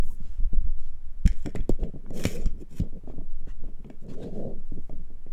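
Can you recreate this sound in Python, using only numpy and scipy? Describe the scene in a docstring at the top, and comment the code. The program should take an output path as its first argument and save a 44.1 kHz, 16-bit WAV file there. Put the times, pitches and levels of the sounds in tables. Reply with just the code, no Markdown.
"""Adjusting a phone on a tripod.

A quiet room, heard through the phone's own microphone. Fingers bump and drag on the mount, whose dull
modes reach the microphone through the case. The plastic clamp clicks and the phone knocks twice into
its seat. Skin hisses over the case, sleeves swish, and the swaying stand adds a deep rumble."""
import sys
import numpy as np
from scipy import signal
from scipy.fft import rfft, irfft
from scipy.io import wavfile
from scipy.ndimage import uniform_filter1d

SR = 44100
rng = np.random.default_rng(int(sys.argv[2]) if len(sys.argv) > 2 else 0)


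def to_wav(s):
    """Save 16-bit WAV."""
    ch = np.atleast_2d(s).T  # columns
    pcm = np.round(np.clip(ch, -1, 1) * 32767)  # PCM
    wavfile.write(sys.argv[1], SR, pcm.astype(np.int16))


N = 234964
TIME_S = np.arange(N) / SR
FREQ_HZ = np.fft.rfftfreq(N, 1 / SR)

# Sway of the stand. Each row: time in seconds, level in dB.
SWAY_LEVELS = [(0, -20.5), (.6, -18.5), (1.0, -25.5), (1.7, -23.5), (2.0, -30), (2.45, -18.5), (2.75, -30),
               (3.55, -20.5), (3.9, -30.5), (4.9, -24.5), (5.33, -30)]
# Spectra of stand, room air, cloth, finger drag and skin friction. Each row: frequency in Hz, gain in dB.
SWAY_SPECTRUM = [(2, -9.5), (7, 4.5), (11.5, 11.5), (20, -7), (32, -18.5), (48, -19), (70, -23.5),
                 (110, -51), (300, -87.5), (2000, -160)]
AIR_SPECTRUM = [(30, 8), (110, 4), (200, -2), (400, -10.5), (700, -14.5), (1200, -18), (2200, -23),
                (4000, -30), (9000, -32), (17000, -38.5)]
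CLOTH_SPECTRUM = [(100, -104), (500, -5.5), (1100, -2.5), (2500, -7.5), (3300, -6.5), (4200, -10.5),
                  (5300, -12.5), (7100, -10.5), (8200, -15.5), (16000, -32)]
DRAG_SPECTRUM = [(60, -45.5), (110, 0.5), (160, 7), (215, 5.5), (305, -5), (390, -1), (540, -10.5),
                 (680, -20), (800, -34.5), (950, -50), (1500, -81.5), (4000, -89.5), (16000, -130)]
SKIN_SPECTRUM = [(500, 12), (1100, -2), (2500, -7), (7000, -0.5), (14500, 8), (17000, -8)]
# Sleeve strokes. Each row: centre in seconds, level in dB, length in seconds, tilt in dB per octave.
SWISHES = [(.07, -60, 0.19, 14.5), (.29, -66.5, 0.26, 0.5), (.846, -69.5, 0.17, 0.5),
           (1.825, -66, 0.091, 1.5), (2.83, -73, 0.13, -5), (3.10, -65, 0.075, -2.5),
           (3.499, -61, 0.073, -1.5), (3.67, -68.5, 0.097, -5.5), (4.025, -73, 0.058, 6),
           (4.108, -58.5, 0.061, 0), (4.139, -58, 0.034, -1), (4.235, -63.5, 0.21, 0),
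           (4.234, -57, 0.03, 0), (4.375, -65, 0.13, 0), (4.78, -79.5, 0.5, 7)]
# Finger drags. Each row: centre in seconds, level in dB, length in seconds.
DRAGS = [(0.101, -53, 0.18), (1.48, -40, 0.04), (1.684, -54, 0.059), (1.845, -38.5, 0.14),
         (2.084, -47, 0.13), (2.181, -36.5, 0.15), (2.332, -39.5, 0.35), (2.56, -50.5, 0.21),
         (2.746, -48, 0.12), (2.84, -42, 0.12), (2.969, -43, 0.064), (3.66, -50, 0.16),
         (3.89, -51.5, 0.096), (4.113, -42, 0.21), (4.236, -36.5, 0.16), (4.325, -41.5, 0.071),
         (4.433, -35, 0.26), (4.558, -45.5, .1), (4.775, -45.5, 0.095), (4.98, -51, 0.15)]
# Grip creaks. Each row: centre in seconds, level in dB, length in seconds, pitch in Hz.
CREAKS = [(0.111, -61, 0.035, 980), (2.365, -37.5, 0.057, 477), (2.37, -52, 0.023, 2440),
          (2.619, -41, 0.038, 334), (4.237, -63, 0.075, 3750)]
# Finger bumps. Each row: start in seconds, peak in dB, most excited frequency in Hz (harder is higher).
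BUMPS = [(0.202, -35, 139), (0.244, -52, 216), (0.399, -36.5, 168), (0.53, -27.5, 190), (0.604, -39, 100),
         (0.665, -38, 120), (1.255, -17, 121.3), (1.26, -22, 188), (1.324, -43.5, 268), (1.452, -27, 144),
         (1.46, -24.5, 507), (1.47, -23, 300), (1.551, -19.5, 483), (1.56, -23, 263), (1.595, -26.5, 198),
         (1.699, -19, 294), (1.832, -24, 460), (1.938, -32, 266), (1.958, -30.5, 353), (2.106, -26, 375),
         (2.252, -15, 150), (2.458, -21, 170), (2.581, -42.5, 342), (2.612, -47, 330), (2.799, -17, 171),
         (2.836, -35, 443), (2.926, -37.5, 270), (3.036, -39, 266), (3.075, -29.5, 460), (3.099, -28, 500),
         (3.137, -33.5, 334), (3.181, -29, 270), (3.209, -38.5, 547), (3.41, -45, 267), (3.472, -38.5, 278),
         (3.638, -33.5, 300), (3.685, -40, 380), (3.782, -47.5, 284), (3.846, -39.5, 755),
         (3.901, -31.5, 653), (4.084, -39, 500), (4.111, -36, 300), (4.242, -26.5, 310), (4.28, -29, 340),
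         (4.477, -31, 349), (4.598, -49, 278), (4.718, -28.5, 213), (4.776, -32.5, 230), (4.896, -30, 525),
         (4.93, -36, 323), (5.103, -38.5, 368), (5.265, -37, 380)]
# Modes of mount and case together. Each row: frequency in Hz, gain in dB, T60 in seconds.
MOUNT_MODES = [(104.7, 0, 0.1), (155, 3, 0.051), (184.2, -9, 0.075), (267, -2, 0.051), (356, 3, 0.019),
               (491, -13, 0.033), (609.6, -8.5, 0.039), (670, -31, 0.18), (862, -17, 0.0086),
               (1118, -30, 0.071)]
# Fingertip presses. Each row: centre in seconds, peak in dB, length in seconds.
PUSHES = [(0.397, -17, 0.024), (0.444, -6, 0.05), (0.579, -10.5, 0.025), (0.65, -19, 0.014),
          (0.688, -6.5, 0.063), (1.2575, -4.5, 0.0096), (1.262, -7.5, 0.0098), (1.307, -13, 0.022),
          (1.604, -14, 0.027), (1.718, -10, 0.043), (1.831, -13.5, 0.024), (2.465, -12.5, 0.027),
          (2.818, -13, 0.0094)]
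# Clamp snaps. Each row: start in seconds, peak in dB, tilt in dB per octave, cutoff in Hz,
# back panel boost in dB.
SNAPS = [(1.2614, -28.5, 1, 10200, 16), (1.2756, -29, 4, 9700, -3), (1.277, -26.5, 1, 8840, 15.5),
         (1.329, -46, 1, 9000, 0), (1.460, -28, 3, 10100, 10), (1.492, -48, 1, 8900, -12),
         (1.549, -46, -1, 11000, 4), (1.556, -39.5, 8.5, 10200, 6), (1.5591, -28.5, -1.5, 9000, 11.5),
         (1.605, -46, -8, 8000, -9), (1.6934, -32.5, 6, 17000, 6), (1.8361, -43, -4, 9000, 10),
         (2.063, -47.5, -28, 9000, -9), (2.1052, -46.5, 2, 11100, 8), (2.197, -32.5, 1.5, 11000, 7),
         (2.239, -24.5, 3.5, 11940, 6), (2.253, -16, -1, 13100, 0), (2.269, -29, 7, 10800, 1),
         (2.458, -34, 0, 7800, -12), (2.475, -47.5, 4, 8530, 14), (2.8001, -40.5, -1, 8700, -19),
         (2.816, -49.5, -1, 7000, -4), (3.845, -44, -25, 9000, -28), (3.9, -46, -0.5, 8550, 9),
         (4.066, -59, 5, 10000, -6), (4.895, -54.5, -2, 8950, 6), (4.928, -57, 1.5, 9000, 10),
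         (5.267, -60, -5, 9000, 13)]
# Plastic case resonances. Each row: frequency in Hz, width in Hz, gain in dB.
CASE_MODES = [(1166, 600, -1.5), (1730, 920, 0.5), (2514, 370, 8), (3075, 670, 3.5), (5550, 370, 2),
              (7100, 840, 1.5), (8960, 1600, -19), (13600, 2500, -24)]
# Skin slides. Each row: start in seconds, time of top speed in seconds, level there in dB,
# stopping time in seconds, cutoff in Hz.
SLIDES = [(1.265, 1.447, -63.5, 0.12, 11500), (2.126, 2.187, -48.5, 0.098, 16000),
          (2.182, 2.267, -44.5, 0.23, 15100), (2.267, 2.356, -51.5, 0.056, 17000),
          (2.33, 2.419, -58, 0.16, 8340), (2.575, 2.625, -64, 0.013, 17000),
          (2.69, 2.73, -61.5, 0.16, 13000), (2.749, 2.792, -54.5, 0.037, 14900)]
# Seating knocks. Each row: start in seconds, peak in dB, pitch in Hz.
KNOCKS = [(1.6945, -11, 343), (2.2525, -17.5, 500)]
# Room decay. Each row: frequency in Hz, T60 in seconds.
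ROOM_DECAY = [(200, 0.18), (2400, 0.26), (7000, 0.14), (15000, 0.14)]


def amp(db):
    """Decibels to gain."""
    return 10 ** (np.asarray(db) / 20)


def unit_rms(x):
    """Scale to rms 1."""
    return x / np.sqrt(np.mean(x ** 2) + 1e-20)


def lookup(table, hz):
    """Interpolate on a log-frequency axis."""
    points_hz, values = np.transpose(table)
    return np.interp(np.log(hz + 1), np.log(points_hz + 1), values)


def coloured(x, spectrum):
    """Filter by a spectrum table, to rms 1."""
    return unit_rms(irfft(rfft(x) * amp(lookup(spectrum, FREQ_HZ)), N))


def add(mix, start_s, sound):
    """Mix in at start_s, no earlier than zero."""
    part = mix[max(round(start_s * SR), 0):][:len(sound)]
    part += sound[:len(part)]


def swell(length_s):
    """Half-sine envelope."""
    return np.sin(np.linspace(0, np.pi, max(int(length_s * SR), 8)))


def stand_sway():
    """The stand quivers under the hand near 11 Hz, mostly too low to hear."""
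    times_s, levels_db = np.transpose(SWAY_LEVELS)
    envelope = amp(np.interp(TIME_S, times_s, levels_db))
    return envelope * coloured(rng.standard_normal(N), SWAY_SPECTRUM)


def room_air(level_db=-60):
    """Steady, dark noise of a quiet room."""
    return amp(level_db) * coloured(rng.standard_normal(N), AIR_SPECTRUM)


def slips(rate_hz, spread_db):
    """Friction: a random train of tiny, uneven slips."""
    sizes = amp(spread_db * np.minimum(rng.exponential(1, N), 4))
    return unit_rms(sizes * rng.choice([-1, 1], N) * (rng.random(N) < rate_hz / SR))


def patchy(x, depth_db):
    """The rubbing contact shifts, so narrow bands come and go."""
    bands = signal.stft(x, SR, nperseg=512)[2]
    patches = uniform_filter1d(rng.standard_normal(bands.shape), size=3, axis=0)
    patches = unit_rms(uniform_filter1d(patches, size=7, axis=1))
    return unit_rms(signal.istft(bands * amp(depth_db * patches), SR, nperseg=512)[1][:N])


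def strokes(rows, spectrum, grains, knee_hz=260):
    """Each rub swells and fades; its speed tilts the spectrum above the knee."""
    out, hz = np.zeros(N), np.fft.rfftfreq(SR, 1 / SR)
    offsets = rng.integers(0, N - SR, len(rows))
    for (centre_s, level_db, length_s, tilt_db_oct), offset in zip(rows, offsets):
        colour = amp(lookup(spectrum, hz) + tilt_db_oct * np.log2(np.maximum(hz, knee_hz)))
        rub = unit_rms(irfft(rfft(grains[offset:offset + SR]) * colour))
        envelope = swell(length_s)
        add(out, centre_s - length_s / 2, amp(level_db) * envelope * rub[:len(envelope)])
    return out


def sleeve_swishes():
    """Cloth brushes past in short, uneven swells."""
    grains = patchy(slips(rate_hz=6000, spread_db=2.5), depth_db=3.2)
    return strokes(SWISHES, CLOTH_SPECTRUM, grains)


def finger_drags(untilted_db=-45, tilt_per_db=1.0953):
    """Stick-slip on the mount: a dull scrape, louder and brighter with speed."""
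    rows = [(centre_s, db, length_s, tilt_per_db * (db - untilted_db)) for centre_s, db, length_s in DRAGS]
    return strokes(rows, DRAG_SPECTRUM, slips(rate_hz=2000, spread_db=1.5))


def grip_creaks(relative_width=0.085):
    """Slips fall into step: a brief, rough tone."""
    out = np.zeros(N)
    for centre_s, level_db, length_s, pitch_hz in CREAKS:
        envelope = swell(length_s)
        band = 1 / (1 + ((FREQ_HZ / pitch_hz - 1) / relative_width) ** 2)
        tone = irfft(rfft(rng.standard_normal(N)) * band, N)[:len(envelope)]
        add(out, centre_s - length_s / 2, amp(level_db) * envelope * unit_rms(tone))
    return out


def finger_bumps(focus_db=4, scatter_db=2, detune=0.044, rise_cycles=0.49, firm_db=-20, scuff_t60_s=0.23):
    """Each bump rings the mount, whose modes shift with the grip; the finger settles with a scuff."""
    out, scuff_envelope, t = np.zeros(N), np.zeros(N), np.arange(SR // 4) / SR
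    mode_hz, mode_db, t60_s = np.transpose(MOUNT_MODES)[:, :, None]
    grips = rng.standard_normal((len(BUMPS), 2, len(MOUNT_MODES), 1))
    settling = amp(-60 * t / scuff_t60_s) * np.tanh(t / 0.0015)
    for (start_s, peak_db, contact_hz), (scatter, shift) in zip(BUMPS, grips):
        damping = 1 + 0.042 * max(peak_db - firm_db, 0)  # a firm finger stays on and damps the mount
        excited_db = mode_db - focus_db * np.log2(mode_hz / contact_hz) ** 2 + scatter_db * scatter
        decays = amp(excited_db - 60 * damping * t / t60_s)
        modes = decays * np.sin(2 * np.pi * mode_hz * (1 + detune * shift) * t)
        attack = 1 - np.exp(-(t * contact_hz / rise_cycles) ** 2)
        ring = attack * modes.sum(0)
        add(out, start_s, amp(peak_db) * ring / abs(ring).max())
        add(scuff_envelope, start_s, contact_hz / 356 * settling)  # harder touches scuff more
    scuff = coloured(slips(rate_hz=1100, spread_db=3), DRAG_SPECTRUM)
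    return out + amp(-50) * scuff_envelope * scuff


def fingertip_pushes():
    """A press flexes the case: one smooth lump of pressure."""
    out = np.zeros(N)
    for centre_s, peak_db, length_s in PUSHES:
        out += amp(peak_db) * np.cos(np.pi * np.clip((TIME_S - centre_s) / length_s, -0.5, 0.5)) ** 2
    return out


def case_gain(hz, notch_hz=2720, notch_width_hz=93, valley_hz=1350, valley_width_hz=170):
    """Plastic case response: broad resonances with two dips between them."""
    notch = 1 - 1 / (1 + ((hz - notch_hz) / notch_width_hz) ** 2)
    valley = 1 - 0.41 / (1 + ((hz - valley_hz) / valley_width_hz) ** 2)
    power = sum(amp(2 * db) / (1 + ((hz ** 2 - mode_hz ** 2) / (width_hz * (hz + 1))) ** 2)
                for mode_hz, width_hz, db in CASE_MODES)
    return notch * valley * np.sqrt(power)


def contact_gain(hz, cutoff_hz):
    """A soft contact passes little above its cutoff."""
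    return 1 / np.sqrt(1 + (hz / cutoff_hz) ** 8)


def with_case_ring(x, ring_db, t60_s, knee_hz=2514):
    """Case and clamp ring on in many close modes, dying faster above the knee."""
    hz, t, bands = signal.stft(rng.standard_normal(SR // 8), SR, nperseg=128)
    band_t60_s = t60_s * np.minimum(knee_hz / (hz + 1), 1) ** 0.92
    decays = amp(-60 * t / band_t60_s[:, None])
    modes = signal.istft(bands * case_gain(hz)[:, None] * decays, SR, nperseg=128)[1]
    return x + amp(ring_db) * np.std(x) * unit_rms(signal.fftconvolve(x, modes)[:len(x)])


def clamp_rebounds(delay_range_s=(0.0096, 0.045), drop_db=21, tilt_db_oct=0.63):
    """The clamp rattles once after each snap; rows as in SNAPS."""
    delays_s = rng.uniform(*delay_range_s, len(SNAPS))
    return [(start_s + delay_s, peak_db - drop_db, tilt_db_oct, cutoff_hz, panel_db)
            for (start_s, peak_db, _, cutoff_hz, panel_db), delay_s in zip(SNAPS, delays_s)]


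def clamp_clicks(t60_s=0.016, rise_s=0.000081, detune=0.014, knee_hz=1730, panel_hz=1896, width_hz=570):
    """Short cracks ring the back panel and the case, whose resonances shift with the grip."""
    out, t = np.zeros(N), np.arange(SR // 10) / SR
    hz = np.fft.rfftfreq(2 * len(t), 1 / SR)
    envelope = (1 - np.exp(-t / rise_s)) * amp(-60 * t / t60_s)
    panel = np.exp(-((hz - panel_hz) / width_hz) ** 2)
    octaves = np.log2(np.maximum(hz, knee_hz))
    cracks = SNAPS + clamp_rebounds()
    grips = np.exp(detune * rng.standard_normal(len(cracks)))
    for (start_s, peak_db, tilt_db_oct, cutoff_hz, panel_db), grip in zip(cracks, grips):
        colour = case_gain(hz * grip) * contact_gain(hz, cutoff_hz)
        colour *= amp(panel_db * panel + tilt_db_oct * octaves)
        burst = envelope * rng.standard_normal(len(t))
        click = irfft(rfft(burst, 2 * len(t)) * colour)[:len(t)]
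        click *= amp(peak_db) / abs(click).max()
        add(out, start_s, with_case_ring(click, ring_db=-4.5, t60_s=0.021))
    return out


def skin_slides(rise_power=0.82, fall_power=3.4):
    """Skin hisses over the case and rings it, speeding up until it catches, then slowing to rest."""
    out = np.zeros(N)
    grains = patchy(slips(rate_hz=4500, spread_db=4), depth_db=3)
    rub = with_case_ring(coloured(grains, SKIN_SPECTRUM), ring_db=-18.5, t60_s=0.13)
    spectrum = rfft(rub) * case_gain(FREQ_HZ)
    for start_s, top_s, level_db, stop_s, cutoff_hz in SLIDES:
        rise = np.clip((TIME_S - start_s) / (top_s - start_s), 0, 1) ** rise_power
        fall = np.clip(1 - (TIME_S - top_s) / stop_s, 0, 1) ** fall_power
        hiss = unit_rms(irfft(spectrum * contact_gain(FREQ_HZ, cutoff_hz), N))
        out += amp(level_db) * rise * fall * hiss
    return out


def seat_knocks(rise_s=0.0025, t60_s=0.01):
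    """A hard knock swings the whole phone in its seat for two or three cycles."""
    out, t = np.zeros(N), np.arange(SR // 10) / SR
    envelope = (1 - np.exp(-t / rise_s)) * amp(-60 * t / t60_s)
    for start_s, peak_db, pitch_hz in KNOCKS:
        ring = -np.sin(2 * np.pi * pitch_hz * t) * envelope
        add(out, start_s, amp(peak_db) * ring / abs(ring).max())
    return out


def room_echo(x):
    """Diffuse tail; each band dies at its own rate."""
    hz, t, bands = signal.stft(rng.standard_normal(SR // 2), SR, nperseg=256)
    decays = amp(-60 * t / lookup(ROOM_DECAY, hz)[:, None])
    tail = signal.istft(bands * decays, SR, nperseg=256)[1]
    return signal.fftconvolve(x, tail / np.linalg.norm(tail))[:N]


def scene(dull_echo_db=-21, sharp_echo_db=-10.5):
    """Mono mix of direct sound, with a faint echo of bumps, knocks and clicks."""
    dull = finger_bumps() + seat_knocks()
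    sharp = clamp_clicks()
    air = room_air()
    echo = room_echo(amp(dull_echo_db) * dull + amp(sharp_echo_db) * sharp)
    friction = finger_drags() + grip_creaks() + skin_slides() + sleeve_swishes()
    return (dull + sharp + fingertip_pushes() + friction + stand_sway() + air + echo)[None]


def record(dry, highpass_hz=3, lowpass_hz=16800):
    """The microphone passes no steady pressure; the phone limits the treble."""
    dc_free = signal.lfilter(*signal.butter(1, highpass_hz, "highpass", fs=SR), dry)
    lowpass = signal.firwin(511, lowpass_hz, window=("kaiser", 9), fs=SR)
    return signal.oaconvolve(dc_free, lowpass[None], "same")


dry = scene()
out = record(dry)
to_wav(out)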